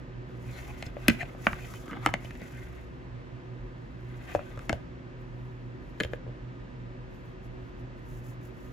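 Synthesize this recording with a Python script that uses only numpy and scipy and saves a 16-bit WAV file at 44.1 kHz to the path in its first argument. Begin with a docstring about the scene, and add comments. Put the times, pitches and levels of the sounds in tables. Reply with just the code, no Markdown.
"""A light bowl is turned and slid on a kitchen counter under a hand-held phone, then a fork is laid in it.
Blows and a stick-slip judder sum a snap, damped bowl modes, a hollow note and a late low note, with echoes;
sliding grit is noise through the same bowl modes, and skin rustle and puffs of hiss are brighter noise.
Underneath lie coloured-noise room rumble and a wandering, refrigerator-like motor hum, heard in stereo."""
import sys
import numpy as np
from scipy import signal
from scipy.fft import rfft, irfft
from scipy.io import wavfile
from scipy.ndimage import uniform_filter1d

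SR = 44100
rng = np.random.default_rng(int(sys.argv[2]) if len(sys.argv) > 2 else 0)


def generate_wav(sig):
    """Save sig (samples, or channels by samples) to the path in sys.argv[1] as 16-bit PCM at SR."""
    pcm = np.round(np.clip(np.atleast_2d(sig).T, -1, 1) * 32767).astype(np.int16)
    wavfile.write(sys.argv[1], SR, pcm)


N = 384552  # samples
HZ = np.fft.rfftfreq(N, 1 / SR) + 1e-3  # the offset avoids dividing by zero


def undb(db):
    """Decibels to an amplitude factor."""
    return 10 ** (np.asarray(db) / 20)


def level(x, db):
    """Scale a sound to an RMS level."""
    return x * undb(db) / np.sqrt(np.mean(x ** 2))


def peak(x, db):
    """Scale a sound to a peak level."""
    return x * undb(db) / np.abs(x).max()


def along(table, column=1):
    """Read a table column on a log-frequency axis."""
    table = np.array(table, float)
    return np.interp(np.log(HZ), np.log(table[:, 0]), table[:, column])


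def shape(x, gain):
    """Filter a sound by a gain at each frequency."""
    return irfft(rfft(x) * gain, N)


def walk(rate):
    """Random levels held about 1 / rate s and smoothed twice; spread near 1."""
    hold = int(SR / rate)
    steps = np.repeat(rng.standard_normal(N // hold + 1), hold)
    return 1.3 * uniform_filter1d(uniform_filter1d(steps, hold), hold)[:N]


def pair(x, likeness, lag=0.):
    """Two microphone ports hear a shared sound plus a part of their own; the left may lag by a phase."""
    likeness = np.clip(likeness, 0, 1)
    shared = np.sqrt(likeness) * rfft(x[0])
    own = np.sqrt(1 - likeness)
    left = irfft(shared * np.exp(-1j * lag) + own * rfft(x[1]), N)
    right = irfft(shared + own * rfft(x[2]), N)
    return np.array([left, right])


# motor tone and overtones: multiple, level_db (before flutter and port balance)
MOTOR_TONES = [(1, -50.5), (2, -65.5), (3, -64.5)]
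MOTOR_HZ, MOTOR_WANDER_HZ, MOTOR_FLUTTER_DB = 122.1, 1.181, 2.5


def motor():
    """A motor tone with two overtones; one pitch wander moves all three, each level flutters alone."""
    phase = 2 * np.pi * np.cumsum(MOTOR_HZ + MOTOR_WANDER_HZ * walk(4.0)) / SR
    tones = 0
    for multiple, db in MOTOR_TONES:
        tones = tones + level(np.sin(multiple * phase), db) * undb(MOTOR_FLUTTER_DB * walk(3.1))
    return tones


# spectrum of the room noise: pitch_hz, density_db (per Hz, relative)
ROOM_SPECTRUM = [(20, -48.5), (33, -23), (44, 0), (60, -11), (90, -15.5), (140, -8.5), (220, -14),
                 (388, -12.5), (404, -27.5), (470, -16.5), (800, -26), (2800, -37), (3800, -42),
                 (7800, -55), (9000, -74.5)]
# motor lines and faint bands of hiss: pitch_hz, width_hz, level_db (before port balance)
HUM_BANDS = [(40.7, 0.44, -56), (63.7, 1.2, -55.5), (121.64, 5.8, -48.5), (252.4, 9.1, -62.5),
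             (370.7, 6.9, -63), (978, 130, -70.5), (1230, 16, -73), (1774, 540, -67), (2660, 84, -87.5),
             (10480, 760, -94)]
# room noise at the two ports: pitch_hz, likeness (0-1), left_minus_right_db, left_lag_rad
PORT_STEREO = [(29.5, 1, 1.5, .05), (139, 0.91, -3, 0.49), (345, 0.46, -0.5, 0.62), (754, 0.67, -0.5, 1.92),
               (1500, 0.35, -2, 2.36), (2700, 0.6, 2, 5.65), (7500, 0.14, 0.5, 4.6)]
ROOM_DB = -46  # before the slow waver and port balance


def room():
    """Rumble and hiss are noise with a spectrum; narrow noise bands and motor tones make the hum."""
    likeness = along(PORT_STEREO)
    balance = undb(np.outer([.5, -.5], along(PORT_STEREO, column=2)))
    lag = along(PORT_STEREO, column=3)
    air = pair(rng.standard_normal((3, N)), likeness, lag)
    out = level(shape(air, undb(along(ROOM_SPECTRUM))), ROOM_DB) * undb(0.31 * walk(2.0))
    for hz, width, db in HUM_BANDS:
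        out = out + level(shape(air, 1 / (1 + (2 * (HZ - hz) / width) ** 2)), db)
    tone = rfft(motor())
    out = out + np.array([irfft(tone * np.exp(-1j * lag), N), irfft(tone, N)])
    return shape(out, balance)


def tail(x, t60_s, db, rise_s, dull_hz):
    """Scattered reflections build up and decay, thin in the bass and unlike on the two sides."""
    t = np.arange(SR // 2) / SR
    walls = rng.standard_normal((2, len(t))) * undb(-60 * t / t60_s) * (1 - np.exp(-t / rise_s))
    walls = walls * undb(db) / np.sqrt(np.sum(walls ** 2, axis=1, keepdims=True))
    wet = signal.fftconvolve(x.mean(axis=0, keepdims=True), walls, axes=1)[:, :N]
    return shape(wet, 1 / (1 + 1j * HZ / dull_hz) / (1 - 180j / HZ))


# answers to the knocks, counter and fruit close by, then the walls:
# t60_s, level_db (before the tone filter), rise_s (build-up), dull_above_hz
REFLECTIONS = [(0.055, -10, 0.009, 5120), (.3, -13.5, 0.006, 3530)]


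def reflections(struck):
    """Close surfaces and farther walls each answer the knocks with a decaying noise tail."""
    return sum(tail(struck, *row) for row in REFLECTIONS)


# the bowl turned by hand, one curve per stretch of pushing; some blows fall within:
# time_s, scrape_db (nominal), mode_centre_hz, rustle_db (before the left lean)
PUSH_CURVES = [
    [(.25, -79, 1100, -82.5), (.592, -48.5, 1970, -55), (.658, -53.5, 1640, -62.5), (.8, -55, 2000, -65),
     (.86, -46.5, 1890, -62), (.934, -63, 1120, -77), (1.028, -52, 1760, -64), (1.07, -47.5, 1510, -60)],
    [(1.12, -46, 1890, -53), (1.176, -53, 2200, -67), (1.21, -41, 2110, -60), (1.23, -41, 2120, -60),
     (1.238, -53.5, 1710, -65.5), (1.37, -62, 1300, -74), (1.43, -52, 1860, -56.5), (1.46, -48, 1720, -51)],
    [(1.5, -52, 1360, -58.5), (1.63, -50, 2160, -59.5), (1.748, -50, 1510, -56), (1.84, -54, 1330, -63.5),
     (1.922, -50, 1280, -66), (1.97, -47, 1260, -71), (2.008, -54, 1230, -70), (2.05, -40.5, 1390, -59)],
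    [(2.16, -75, 1500, -73), (2.25, -49, 2370, -62.5), (2.38, -60.5, 1880, -69), (2.434, -48, 1870, -61.5),
     (2.51, -58, 1650, -64), (2.6, -55, 1740, -65), (2.808, -58.5, 1610, -72), (2.9, -73, 1720, -80),
     (3.1, -66, 1300, -91)],
    [(3.95, -89, 1500, -84), (4.12, -57.5, 1770, -75), (4.22, -58, 1980, -68.5), (4.3, -47, 1720, -64),
     (4.34, -48.5, 1920, -58)],
    [(4.4, -53, 1900, -69.5), (4.49, -56.5, 1700, -68), (4.56, -57, 1219, -71), (4.65, -59.5, 1340, -65),
     (4.68, -70, 1400, -72)],
    [(4.75, -62, 1600, -67), (4.8, -68, 1400, -81), (4.9, -73, 1500, -91)],
]
STILL_DB = -100


def pushing(column):
    """One control of the pushes over time; the hand is still before and after."""
    rows = np.concatenate(PUSH_CURVES)
    still = None if column == 2 else STILL_DB  # the mode centre simply keeps its end values
    return np.interp(np.arange(N) / SR, rows[:, 0], rows[:, column], left=still, right=still)


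# rustle of skin during pushes: pitch_hz, density_db (per Hz, relative)
RUSTLE_SPECTRUM = [(2500, -26.5), (4500, -2), (7000, 1.5), (8800, -10), (11000, 0), (13200, -5),
                   (15000, -4), (16500, -24.5)]
# thinner, higher sound of the puffs: pitch_hz, density_db (per Hz, relative)
PUFF_SPECTRUM = [(3500, -26), (5500, -7), (7000, -4), (8800, -16), (11000, -4), (13200, -6), (15000, -5.5),
                 (16500, -27)]
# short bright puffs of faint hiss: middle_s, length_s, level_db (at the middle, before the left lean)
HISS_PUFFS = [(0.023, 0.14, -85), (5.21, 0.044, -80), (5.449, 0.39, -82), (5.9, .2, -83),
              (6.035, 0.072, -62.5), (6.132, 0.043, -68), (7.215, 0.19, -76), (7.452, .04, -74.5),
              (7.647, 0.21, -83), (7.8, 0.038, -75), (7.99, .04, -77), (8.13, 0.14, -64.5),
              (8.285, 0.1, -63.5), (8.462, 0.085, -66), (8.665, 0.25, -70)]
PUFF_EDGE_DB = 7  # fall of a puff from its middle to its ends


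def rustle():
    """Skin on smooth surfaces makes fine, bright, uneven noise; puffs of hiss are thinner and higher."""
    t = np.arange(N) / SR
    puff_power = 0
    for middle_s, length_s, db in HISS_PUFFS:
        puff_db = db - PUFF_EDGE_DB * (2 * (t - middle_s) / length_s) ** 2
        puff_power = puff_power + undb(2 * puff_db)
    flicker_db = 2.0 * walk(180) + 1.1 * walk(35)
    fine = pair(rng.standard_normal((3, N)) * undb(flicker_db), 0.42)
    pushed = level(shape(fine, undb(along(RUSTLE_SPECTRUM))), 0) * undb(pushing(column=3))
    puffs = level(shape(fine, undb(along(PUFF_SPECTRUM))), 0) * np.sqrt(puff_power)
    return pushed + puffs


# how the bowl is held and where it is touched, from each time on:
# start_s, first_hz, first_gain_db, second_hz, second_gain_db, ring_stop_s, left_minus_right_db, pitch_factor
GRIPS = [(0, 3020, 5, 4100, 7, .005, 2, 1.01), (.85, 4100, 5, 5120, 2, .007, 8, 1.01),
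         (.9, 1860, -1, 2464, 3, 0.0075, 4.5, 1), (1.3, 1860, -6, 2464, -1, 0.0057, 1.5, 0.94),
         (1.8, 2464, -5, 3020, 6.5, 0.0053, 1, 0.99), (2.03, 1560, -24, 3020, 8, 0.0074, 2, 1.01),
         (2.066, 2464, -3, 2050, -1, .006, 3, 1.04), (2.12, 2464, -12, 3020, 3, 0.0029, 4, 1.01),
         (2.2, 2464, 0, 1860, 1.5, 0.0044, 2, 0.93), (3.5, 2050, -5, 1560, 0.5, .005, 3.5, 1.01),
         (4.62, 1860, -7.5, 2130, 1.5, 0.0062, 6, 1.05), (4.72, 2464, -8, 1560, 18.5, 0.0049, 7, 0.99),
         (5.5, 5180, -10, 4230, 4.5, .007, 4, .99), (6.028, 4230, -7, 5180, 2, .007, 3, 0.98),
         (6.043, 2176, -8, 3210, 7, .007, 2, 1), (6.1, 2500, 2, 1700, 3, 0.0059, 7, 0.98)]
HOLD_OCTAVES = .12  # reach of each gain change around its pitch


def held(f, s):
    """Gain of a mode under the hold at time s, with that hold's ring time, side and pitch factor."""
    rows = np.array(GRIPS)
    near = lambda hz: np.exp(-(np.log2(f / hz) / HOLD_OCTAVES) ** 2)
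    gain = undb(rows[:, 2] * near(rows[:, 1]) + rows[:, 4] * near(rows[:, 3]))
    k = np.maximum(np.searchsorted(rows[:, 0], s) - 1, 0)
    return gain[k], rows[k, 5], rows[k, 6], rows[k, 7]


def favour(f, centre_hz, narrow_db):
    """The point of contact favours modes near its centre, and cuts lower ones more steeply."""
    octaves = np.log2(f / centre_hz)
    return undb(-narrow_db * octaves ** 2 * np.where(octaves < 0, 2.5, 1))


# broad grind of the grit: pitch_hz, density_db (per Hz, relative)
GRIT_SPECTRUM = [(300, -3), (700, 16), (1300, -3.5), (2200, -26), (3300, 6.5), (5000, -11.5), (8000, -39)]
# modes of the bowl, also used by tone bursts and knocks: pitch_hz, width_hz (nominal), level_db (relative)
BOWL_MODES = [(704, 56, -15), (830, 41, -14), (1082, 130, -11.5), (1268, 89, 0.5), (1560, 90, -1),
              (1860, 200, -6), (2050, 170, 2.5), (2464, 190, 0), (3020, 110, -9.5), (3536, 150, -14.5),
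              (4100, 390, -10), (5120, 186, -14.5), (6540, 180, -16), (7670, 240, -17.5), (10210, 610, -18),
              (12800, 360, -19)]
GRIT_SWELL_DB = 1.3


def scrape():
    """Dense uneven grit under the bowl's foot rings its modes over a broad grind."""
    loud_db, centre = pushing(column=1), pushing(column=2)
    firm = np.clip((loud_db + 48.5) / 14, 0, 1)  # a firm push rings few modes steadily, a light one grinds
    flicker_db = 2.3 * walk(150) + GRIT_SWELL_DB * walk(35)
    grit = pair(rng.standard_normal((3, N)) * undb(flicker_db), 0.37)
    t = np.arange(N) / SR
    rung, power = 0, 0
    for f, width, mode_db in BOWL_MODES:
        # the shifting grip lets each mode come and go
        grip_db = 0.61 * (4.5 - 0.81 * firm) * walk(22)
        weight = held(f, t)[0] * undb(mode_db + grip_db) * favour(f, centre, 14 + 40 * firm)
        resonance = 1 / (1 + 2j * (HZ - f) / (3.16 * width)) ** 2
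        rung = rung + weight * level(shape(grit, resonance), 0)
        power = power + weight ** 2
    grind = level(shape(grit, undb(along(GRIT_SPECTRUM))), -4) * undb(-8 * firm)
    return (rung / np.sqrt(power) + grind) * undb(loud_db)


# short bursts of bowl tone, catches of the foot and lingering ring after a knock:
# middle_s, length_s, centre_hz, level_db (at the middle, before the left lean)
TONE_BURSTS = [(0.499, 0.059, 2410, -58), (0.551, 0.062, 3500, -60), (0.577, .04, 4100, -62),
               (0.596, 0.016, 2050, -56), (0.7, 0.052, 830, -49.5), (0.703, 0.034, 2500, -51),
               (1.199, 0.0087, 2340, -41), (1.216, 0.019, 2050, -31.5), (1.219, 0.043, 740, -41.5),
               (1.217, 0.042, 4100, -56.5), (1.225, 0.015, 2500, -43), (1.487, 0.01, 1290, -41),
               (1.512, .02, 1290, -45), (1.629, 0.11, 2400, -55), (1.758, 0.044, 2720, -53.5),
               (1.902, 0.023, 1270, -43), (0.867, 0.018, 5120, -55), (0.867, 0.016, 6540, -58),
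               (1.216, .04, 6540, -61), (4.379, 0.022, 704, -50), (2.078, .02, 1900, -46),
               (2.113, 0.037, 1090, -53), (2.255, 0.013, 2700, -48.5), (2.431, 0.026, 2070, -55),
               (2.578, 0.083, 1860, -57), (2.547, .12, 2550, -64), (2.55, .12, 1560, -58.5),
               (2.623, 0.019, 1860, -52)]
BURST_NARROW_DB, BURST_EDGE_DB = 90, 10  # per octave squared above the centre; fall to a burst's ends


def tone_bursts():
    """Each burst is swelling noise through the bowl's modes near its centre."""
    out = np.zeros((2, N))
    t = np.arange(-2048, 2048) / SR
    hz = np.fft.rfftfreq(4096, 1 / SR)
    chance = rng.standard_normal((len(TONE_BURSTS), 3, len(t)))
    for (s, length, centre_hz, db), (shared, own_left, own_right) in zip(TONE_BURSTS, chance):
        modes = 0
        for f, width, _ in BOWL_MODES:
            resonance = 1 / (1 + 2j * (hz - f) / (1.2 * width)) ** 2
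            modes = modes + favour(f, centre_hz, BURST_NARROW_DB) * resonance
        noise = irfft(rfft(shared + 0.58 * np.array([own_left, own_right])) * modes)
        swell = undb(-BURST_EDGE_DB * (2 * t / length) ** 2)
        i = int(s * SR) - len(t) // 2
        out[:, i:i + len(t)] += level(noise * swell, db) * np.sqrt(np.mean(swell ** 2))
    return out


def ring(t, hz, width_hz, rise_s, turn):
    """A damped mode that swells over rise_s; the ports catch it at phases +-turn in radians."""
    t = np.maximum(t, 0)
    swell = (1 - np.exp(-t / rise_s)) ** 2
    return swell * np.exp(-np.pi * width_hz * t) * np.sin(2 * np.pi * hz * t + np.array([[turn], [-turn]]))


# fork against the bowl: pitch_hz, width_hz (nominal), level_db (relative)
FORK_MODES = [(1270, 100, -3.5), (1700, 185, 2.5), (2176, 130, -2.5), (2500, 99, -6), (2750, 130, -7.5),
              (3210, 160, -3.5), (3550, 160, -12), (4230, 230, -14), (5180, 220, -17), (7000, 270, -14.5),
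              (10650, 400, -21)]
# blows, and the quick stick-slip judder at 1.88-1.97 s; peak levels before the left-right balance:
# start_s, clack_db, clack_centre_hz, hollow_db, hollow_hz, low_note_db, low_note_hz, tick_db
KNOCK_ROWS = [(0.825, -28, 2100, -32, 657, -35, 124, -32), (0.865, -46, 1950, -44, 490, -32.5, 102, -41),
              (0.967, -38.5, 1620, -28, 570, -49, 116, -68), (1.0819, -4.5, 2190, -22, 606, -15, 321, -14),
              (1.085, -16.5, 2410, -44, 401, -10, 230, -39), (1.097, -17.5, 2470, -36, 408, -27.5, 74, -30),
              (1.1009, -18, 2000, -34, 416, -20, 190, -30), (1.2098, -35, 2050, -45, 750, -52, 124, -52),
              (1.2292, -30, 1900, -31.5, 676, -31, 123, -52), (1.3481, -45, 1230, -38, 610, -59, 118, -69),
              (1.4675, -7, 1720, -15.5, 633, -20.5, 210, -37.5),
              (1.5301, -23, 1660, -37, 795, -28, 128, -46), (1.738, -34, 1250, -51, 810, -38, 122, -41),
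              (1.879, -39, 1600, -52, 400, -37, 300, -55), (1.9105, -36, 1500, -55, 466, -37, 242, -46),
              (1.9153, -34, 1400, -59, 466, -39, 242, -60), (1.9214, -34, 1400, -59, 466, -33, 260, -60),
              (1.93, -29, 1180, -39, 455, -43, 127, -65), (1.9364, -38, 1500, -50, 455, -36, 260, -60),
              (1.952, -41, 1500, -47, 800, -40, 260, -62), (1.9642, -42, 1700, -41, 800, -45, 260, -60),
              (1.9693, -37, 1700, -37, 800, -32, 263, -60),
              (2.061, -8.5, 1290, -14.5, 775, -23, 290, -21.5),
              (2.071, -24.5, 2100, -28.5, 500, -30, 315, -39),
              (2.0888, -25.5, 1250, -28, 830, -28, 114, -43),
              (2.139, -16, 1810, -19.5, 653, -28, 184, -26.5),
              (2.2468, -43, 2800, -35.5, 595, -37, 110, -46), (2.307, -33.5, 2070, -59, 738, -40, 108, -48),
              (2.3525, -40, 2200, -56, 465, -53, 151, -50), (2.4169, -41, 1860, -39, 470, -34.5, 189, -44),
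              (4.349, -26.5, 1210, -11, 603, -29, 316, -35.5), (4.353, -48, 1200, -22, 665, -37, 325, -60),
              (4.3577, -35, 2060, -43, 536, -29, 94.2, -47), (4.391, -32, 1140, -28, 590, -36, 145, -64),
              (4.574, -36, 1210, -37, 537, -33, 102, -49), (4.591, -35.5, 1460, -50, 466, -39, 120, -43),
              (4.694, -16.5, 1700, -25.5, 660, -23, 216, -26),
              (4.7016, -55, 1880, -24, 664, -26.5, 322, -54),
              (4.7279, -24.5, 3290, -19.5, 630, -25.5, 74.5, -36),
              (6.0012, -16.5, 2050, -28.5, 470, -38, 320, -30),
              (6.006, -17, 1800, -29.5, 466, -24.5, 204, -27), (6.0127, -32, 1400, -26, 470, -32, 206, -48),
              (6.0343, -23, 2700, -31, 460, -47, 146, -31), (6.048, -30, 1730, -28.5, 500, -29.5, 72, -38),
              (6.1335, -25.5, 1560, -24.5, 490, -42, 125, -45), (6.265, -48, 1210, -38, 466, -57, 121, -76),
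              (6.2765, -50, 1750, -39, 485, -38, 121, -78), (6.293, -58, 1500, -39, 477, -49, 120, -76)]
FORK_FROM_S, TICK_FROM_HZ = 5.9, 3400
MODE_SCATTER_DB = 1.5  # chance spread of mode levels from row to row
# snap level = tick level + SNAP_DB + a share of the clack level
SNAP_DB, SNAP_PER_CLACK = 6.5, 1.4
LOW_PAN_DB, LOW_PAN_HZ = -5, 1700  # modes below this pitch radiate more to the right


def knocks():
    """Blows and judder: a snap, a tick of high modes, the clack, its hollow note and a late low note."""
    out = np.zeros((2, N))
    t = np.arange(SR // 8) / SR
    chance = rng.standard_normal((len(KNOCK_ROWS), len(BOWL_MODES), 3))
    crack_band = signal.butter(3, [8800, 14000], "band", fs=SR, output="sos")
    cracks = signal.sosfilt(crack_band, rng.standard_normal((len(KNOCK_ROWS), len(t))))
    for row, draw, crack in zip(KNOCK_ROWS, chance, cracks):
        s, clack_db, clack_hz, hollow_db, hollow_hz, low_db, low_hz, tick_db = row
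        clack, tick = 0, 0
        struck = FORK_MODES if s > FORK_FROM_S else BOWL_MODES
        for (f, width, mode_db), (size, detune, turn) in zip(struck, draw):
            hold, choke_s, pan_db, tune = held(f, s)
            f = f * tune * (1 + .008 * detune)
            # bending waves in the thin wall carry the highs ahead of the lows
            mode = ring(t - 0.47 / f, f, 0.8 * width, 0.49 / f, 0.25 + 0.16 * turn)
            mode = mode * hold * undb(mode_db + MODE_SCATTER_DB * size) * np.exp(-(t / choke_s) ** 2)
            low_pan_db = LOW_PAN_DB / (1 + (f / LOW_PAN_HZ) ** 6)
            clack = clack + favour(f, clack_hz, 7.3) * mode * undb(np.array([[.5], [-.5]]) * low_pan_db)
            tick = tick + (f > TICK_FROM_HZ) * mode * np.exp(-t / 0.0079)
        hollow = ring(t - .0008, hollow_hz, 0.17 * hollow_hz, 0.00033, 0.32)
        hollow = hollow * np.exp(-(t / (1.6 * choke_s)) ** 2)
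        low_note = ring(t - .0022, low_hz, 0.26 * low_hz, 0.00061, 0.027)
        snap = crack * np.exp(-t / 0.0021)
        snap_db = tick_db + SNAP_DB + SNAP_PER_CLACK * clack_db
        sides = undb(np.array([[pan_db], [-pan_db]]) / 2)
        sided = sides * (peak(clack, clack_db) + peak(tick, tick_db) + peak(hollow, hollow_db))
        i = int(s * SR)
        out[:, i:i + len(t)] += sided + peak(low_note, low_db) + peak(snap, snap_db)
    return out


def scene():
    """Knocks and their reflections, the sliding bowl, rustle and room sum at the microphone."""
    struck = knocks()
    left = undb([[1.2], [-1.2]])  # the bowl stands a little to the left
    sliding = left * (scrape() + tone_bursts() + rustle())
    return struck + reflections(struck) + sliding + room()


SPLIT_HZ, TOP_LAG = 9000, 10  # treble shared above this pitch; left lag in samples
TOP_HZ, HEADROOM = 16000, 1.5  # cut-off; amplitude that rounded peaks approach before the cut


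def record(dry):
    """The highest treble is one feed, inverted and late on the left; peaks are rounded, the top is cut."""
    high = 1 / (1 + (SPLIT_HZ / HZ) ** 24)
    top = shape(dry.mean(axis=0), high)
    wet = shape(dry, 1 - high) + np.array([-np.roll(top, TOP_LAG), top])
    rounded = HEADROOM * np.tanh(wet / HEADROOM)
    return signal.sosfilt(signal.ellip(8, .2, 70, TOP_HZ, fs=SR, output="sos"), rounded)


dry = scene()
out = record(dry)
generate_wav(out)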